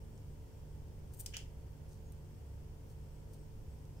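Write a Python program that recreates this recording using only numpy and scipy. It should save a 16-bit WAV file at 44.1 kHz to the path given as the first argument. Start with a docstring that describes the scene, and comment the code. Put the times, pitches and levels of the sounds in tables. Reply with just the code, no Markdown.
"""Sticky hands shape a lump of soft mixture over a plastic bowl in a quiet kitchen.
Throughout, a motor, probably a fridge, hums over room rumble, hiss and a faint whine.
After one faint tick, damp skin peels off in a fine crackle (1.1 s). The palm opens with a wet smack
as air pockets pop (1.26 s); the fingers tap down and smack again (1.37 s).
From 1.9 s on, presses give only faint tacky ticks and two thin fingertip squeaks."""
import sys
import numpy as np
from scipy import signal
from scipy.fft import rfft, irfft
from scipy.io import wavfile

SR = 44100
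rng = np.random.default_rng(int(sys.argv[2]) if len(sys.argv) > 2 else 0)


def unload_audio(sound):
    """Save the sound as a 16-bit wav file, at the path given as the first command line argument."""
    columns = np.transpose(np.atleast_2d(sound))
    # keep every value between -1 and 1, then stretch to whole-number steps
    steps = np.round(np.clip(columns, -1, 1) * 32767)
    wavfile.write(sys.argv[1], SR, steps.astype(np.int16))


N = 176400
TIME = np.arange(N) / SR
FREQS = np.maximum(np.arange(N // 2 + 1) * SR / N, 1)


def from_db(db):
    """Decibels to gain."""
    return 10 ** (np.asarray(db) / 20)


def at_hz(points):
    """Interpolate (freq_hz, value) rows on a log frequency axis."""
    hz, value = np.transpose(points)
    return np.interp(np.log(FREQS), np.log(hz), value)


def peak_db(hz, width_hz, height_db):
    """One resonance as a bump in the spectrum."""
    return height_db / (1 + (2 * (FREQS - hz) / width_hz) ** 2)


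def pan(db):
    """Constant-power stereo gains; positive is left."""
    gains = from_db(np.vstack([db, -db]) / 2)
    return gains / np.sqrt(np.mean(gains ** 2, axis=0))


def unit_energy(x):
    """Scale each channel to energy one."""
    return x / np.sqrt(np.sum(x ** 2, axis=-1, keepdims=True) + 1e-20)


def convolve(x, response):
    """Pass a sound through a response."""
    return signal.fftconvolve(np.atleast_2d(x), np.atleast_2d(response), axes=-1)[:, :N]


def click(colour_db):
    """Minimum-phase click with this spectral shape."""
    cepstrum = irfft(np.log(from_db(colour_db)), N)
    causal = 2 * cepstrum * (TIME > 0) * (TIME < TIME[-1] / 2)
    return unit_energy(irfft(np.exp(rfft(causal)), N)[:SR // 20])


def impulse(start_s, level_db, pan_db):
    """One panned impulse."""
    out = np.zeros((2, N))
    out[:, int(start_s * SR)] = from_db(level_db) * pan(pan_db)[:, 0]
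    return out


def narrow_noise(hz, width_hz):
    """Noise in one narrow band, rms one."""
    x = irfft(rfft(rng.standard_normal(N)) * np.exp(-(2 * (FREQS - hz) / width_hz) ** 2), N)
    return x / (x.std() + 1e-20)


def steady_noise(spectrum, balance, correlation):
    """Stereo noise from density and pan tables."""
    mid, side = rfft(rng.standard_normal((2, N)))
    stereo = np.sqrt(1 + correlation) * mid + np.sqrt(1 - correlation) * side * [[1], [-1]]
    return irfft(stereo * from_db(at_hz(spectrum)) * pan(at_hz(balance)), N) * np.sqrt(SR) / 2


def room_rumble():
    """Low room noise, mostly alike on both sides."""
    # rumble spectrum: freq_hz, density_db_per_hz
    spectrum = [(10, -81.5), (25, -69), (36, -73), (56, -73), (70, -65), (86, -73.5), (106, -79),
                (122, -74.5), (142, -81.5), (175, -88.5), (215, -81), (245, -93.5), (275, -84), (320, -91),
                (370, -88), (440, -94), (520, -94), (700, -100), (950, -102), (1300, -112), (3000, -130)]
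    # stereo balance: freq_hz, pan_db
    balance = [(30, -3), (80, -1), (150, 0), (300, 1.5), (520, 9), (850, -7.5), (1400, -1)]
    # left-right likeness: freq_hz, correlation
    likeness = [(30, 0.86), (120, 0.96), (250, 0.54), (500, 0.92), (1000, 0.079)]
    return steady_noise(spectrum, balance, at_hz(likeness))


def microphone_hiss():
    """Self-noise, independent in each channel."""
    # hiss spectrum: freq_hz, density_db_per_hz
    spectrum = [(300, -112), (1500, -107.5), (2200, -110), (3200, -110), (3950, -116.5), (4400, -113),
                (5400, -111.5), (7300, -113.5), (9300, -114.5), (10900, -118.5), (11600, -116.5),
                (13900, -116.5), (14700, -111), (15600, -119)]
    # stereo balance: freq_hz, pan_db
    balance = [(2000, 1), (6800, -2), (8300, 3.5), (9500, 4), (11000, 1), (15000, -0.5)]
    return steady_noise(spectrum, balance, correlation=0)


def electrical_whine():
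    """Thin high bands that flicker together."""
    # whine bands: pitch_hz, level_db, pan_db
    bands = [(5430, -94, 3), (8040, -89, 24), (9530, -94.5, 15)]
    whine = sum(from_db(db) * pan(pan_db) * narrow_noise(hz, width_hz=66) for hz, db, pan_db in bands)
    flicker_db = 7 * np.tanh(narrow_noise(0, width_hz=22))
    return whine * from_db(flicker_db)


def motor_hum():
    """Motor harmonics wander with its speed; mains lines hold pitch. All waver in level."""
    # motor lines: harmonic, level_db, pan_db
    motor_lines = [(1, -61, -5), (3, -67.5, -3.5), (9, -69.5, -1), (10, -78, 0.5), (11, -76, 11),
                   (12, -82.5, 5.5), (15, -85.5, 7.5), (16, -85.5, -10.5), (18, -80, -3.5),
                   (19, -81.5, 2.5), (20, -85, -14.5), (21, -89.5, 3.5)]
    # mains lines: pitch_hz, level_db, pan_db
    mains_lines = [(101.04, -58.5, 0.5), (149.3, -59.5, -0.5), (303.5, -79, 7.5)]
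    motor_hz, wander_hz, waver_db = 48.9, 0.1169, 1.37
    turns = np.cumsum(motor_hz + wander_hz * narrow_noise(0, width_hz=8.09)) / SR
    lines = [(k * motor_hz, k * turns, db, pan_db) for k, db, pan_db in motor_lines]
    lines += [(hz, hz * TIME, db, pan_db) for hz, db, pan_db in mains_lines]
    out = 0
    for hz, cycles, db, pan_db in lines:
        spread_rad = min(hz / 550, np.pi / 2)  # the room shifts higher lines between the sides
        phase = 2 * np.pi * rng.random() + np.array([[.5], [-.5]]) * spread_rad
        level = from_db(db + waver_db * narrow_noise(0, width_hz=11.0))
        out = out + np.sqrt(2) * level * pan(pan_db) * np.sin(2 * np.pi * cycles + phase)
    return out


def reflections(t60_s):
    """Dense stereo tail that falls 60 dB in t60_s."""
    return unit_energy(rng.standard_normal((2, SR)) * np.exp(-np.log(1000) * TIME[:SR] / t60_s))


def kitchen(x):
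    """Small-room reverberation, a moment later and duller."""
    # wall response: freq_hz, gain_db
    wall_colour = [(500, -8), (3000, 5), (6500, -1), (10000, -2), (16000, -5)]
    onset_s = 0.002
    tail = reflections(t60_s=0.26) * (1 - np.exp(-(TIME[:SR] / onset_s) ** 2))
    return convolve(x, unit_energy(convolve(tail, click(at_hz(wall_colour)))))


def scatter(x, t60_s=0.03, ring_db=-1.2):
    """Close reflections off palms and bowl add a short ring, keeping the energy."""
    ring_gain = from_db(ring_db)
    return (x + ring_gain * convolve(x, reflections(t60_s))) / np.hypot(1, ring_gain)


def microphone_ports(x):
    """Each port favours its own part of the treble."""
    # port imbalance: freq_hz, pan_db
    balance = [(3000, 0), (5000, -1), (6600, -6), (7700, 1.5), (8800, 17), (10300, 4), (12000, 2),
               (15000, -6)]
    return irfft(rfft(x) * pan(at_hz(balance)), N)


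def fingertip_squeaks():
    """Damp fingertips slide: a thin rub swells and fades."""
    # slides: peak_s, half_length_s, pitch_hz, level_db
    slides = [(2.078, 0.034, 6700, -79), (3.985, 0.023, 5260, -75.5)]
    return sum(from_db(db) * np.exp(-((TIME - peak_s) / half_s) ** 2) * narrow_noise(hz, width_hz=650)
               for peak_s, half_s, hz, db in slides)


def grains(rate_per_s, spread_db=-1.5):
    """Random shower of tiny snaps, rms one."""
    sizes = from_db(spread_db * np.minimum(rng.exponential(1, N), 4)) * rng.choice([-1, 1], N)
    shower = sizes * (rng.random(N) < rate_per_s / SR)
    return shower / (shower.std() + 1e-20)


def tacky_skin(room_db=-8.5):
    """Tacky threads snap singly, or in showers that swell until the skin lets go."""
    # thread snaps: start_s, level_db, pan_db, dullness (0-1)
    snaps = [(.178, -45, -6, 0.9), (1.138, -33, 2, 0.15), (1.1466, -36, 4, 0.1), (1.170, -45, 3, 0.1),
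             (1.172, -41, 6, 0.1), (1.1897, -38, 4, 0.1), (1.195, -28, 11, 0.1), (1.1992, -24.5, 17, 0),
             (1.1979, -33, 15, 0.1), (1.2043, -21, -6, 0.2), (1.2099, -24.5, 10, 0), (1.894, -44, -2, 0.7),
             (1.912, -48, -4, .8), (2.122, -36, 2, 0.3), (2.902, -48, 6, 0.6), (3.3347, -39, 11, 0.4),
             (3.345, -42.5, 7, 0.7), (3.853, -47.5, 0, 0.8)]
    # skin peels: peak_s, rise_s, fall_s, level_db, dullness (0-1), grains_per_s
    peels = [(1.141, 0.016, .012, -62, 0.5, 560), (1.207, 0.015, 0.0029, -48, 0.1, 2400),
             (1.936, 0.032, 0.02, -67.5, 0.77, 560), (2.915, 0.039, 0.011, -67.5, 0.44, 440),
             (3.340, 0.016, .009, -64.5, 0.5, 1400)]
    # crisp snap spectrum: freq_hz, gain_db
    crisp_colour = [(1000, -35), (2000, -26), (3000, -20.5), (4500, -25.5), (5400, -14), (6600, -6.5),
                    (8000, 1), (9200, -2.5), (11000, -5), (13500, -3), (14800, 1), (16500, -8)]
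    # dull snap spectrum: freq_hz, gain_db
    dull_colour = [(1000, -25), (2800, -17), (4000, -8), (5500, -1), (7500, -1), (9200, -5), (11000, -6.5),
                   (16000, -21)]
    releases = [(impulse(start_s, db, pan_db), dullness) for start_s, db, pan_db, dullness in snaps]
    for peak_s, rise_s, fall_s, db, dullness, grains_per_s in peels:
        swell = np.exp(np.minimum((TIME - peak_s) / rise_s, (peak_s - TIME) / fall_s))
        releases.append((from_db(db) * grains(grains_per_s) * swell, dullness))
    crisp = sum(x * (1 - dullness) for x, dullness in releases)
    dull = sum(x * dullness for x, dullness in releases)
    near = convolve(crisp, click(at_hz(crisp_colour))) + convolve(dull, click(at_hz(dull_colour)))
    near = scatter(near)
    return near + from_db(room_db) * kitchen(near)


def finger_taps(room_db=-5.5):
    """Each finger rings the hollow beneath: higher as it closes, lower as they settle."""
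    # finger landings: start_s, level_db, pan_db, hollow_hz
    taps = [(1.326, -38, 6, 2970), (1.3369, -26, -3, 2700), (1.3407, -22, 1, 2870),
            (1.3455, -24.5, -3, 2960), (1.353, -29.5, -9, 3100), (1.361, -29, 1, 3320),
            (1.379, -34, 2, 2860), (1.457, -45, 3, 2190)]
    # contact spectrum: freq_hz, gain_db
    colour = [(500, -16), (1100, -22), (1650, -5.5), (2200, -7.5), (2900, -7), (3400, -8.5), (3900, -15),
              (5000, -8), (7000, -6), (8200, -21), (10000, -26), (16000, -26)]
    near = 0
    for start_s, db, pan_db, hollow_hz in taps:
        contact = click(at_hz(colour) + peak_db(hollow_hz, width_hz=560, height_db=15.5))
        tap = convolve(impulse(start_s, db, pan_db), contact)
        near = near + scatter(tap, t60_s=0.038, ring_db=18)
    return near + from_db(room_db) * kitchen(near)


def wet_smacks(right_lag_s=0.000297):
    """Wet air pockets pop open, each with a broad resonance, reaching the left side first."""
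    # pops: start_s, level_db, pan_db, pocket_hz, room_db, tilt_db_per_octave
    pops = [(1.2616, -19.5, 7, 7500, -5.5, 1.5), (1.2636, -21, 0, 5000, -15, 1),
            (1.368, -17, -1.5, 7060, -6.5, -2.5)]
    # pop spectrum: freq_hz, gain_db
    colour = [(600, -12), (1500, -13), (2300, -6), (3100, -3.5), (3900, -7.5), (5000, 2), (7000, -2),
              (8900, -2.5), (10500, -4.5), (12800, -11), (14800, -3), (16500, -9)]
    near, room_send = 0, 0
    for start_s, db, pan_db, pocket_hz, room_db, tilt_db_per_octave in pops:
        pocket_db = peak_db(pocket_hz, width_hz=2000, height_db=6.5)
        tilt_db = tilt_db_per_octave * np.log2(FREQS / pocket_hz)
        pop = convolve(impulse(start_s, db, pan_db=0), click(at_hz(colour) + pocket_db + tilt_db))
        near = near + pan(pan_db) * pop
        room_send = room_send + from_db(room_db) * pop
    near[1] = np.interp(TIME - right_lag_s, TIME, near[1])
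    return scatter(near) + kitchen(room_send)


def scene():
    """Hands in front of the quiet room."""
    background = room_rumble() + microphone_hiss() + electrical_whine() + motor_hum()
    hands = tacky_skin() + wet_smacks() + finger_taps()
    return background + microphone_ports(hands) + fingertip_squeaks()


def record(dry):
    """Brief fade-in, steep low-pass."""
    fade_s, cutoff_hz = .004, 15750
    low_pass = signal.ellip(12, .1, 70, cutoff_hz, fs=SR, output="sos")
    return signal.sosfilt(low_pass, dry * np.minimum(TIME / fade_s, 1))


dry = scene()
out = record(dry)
unload_audio(out)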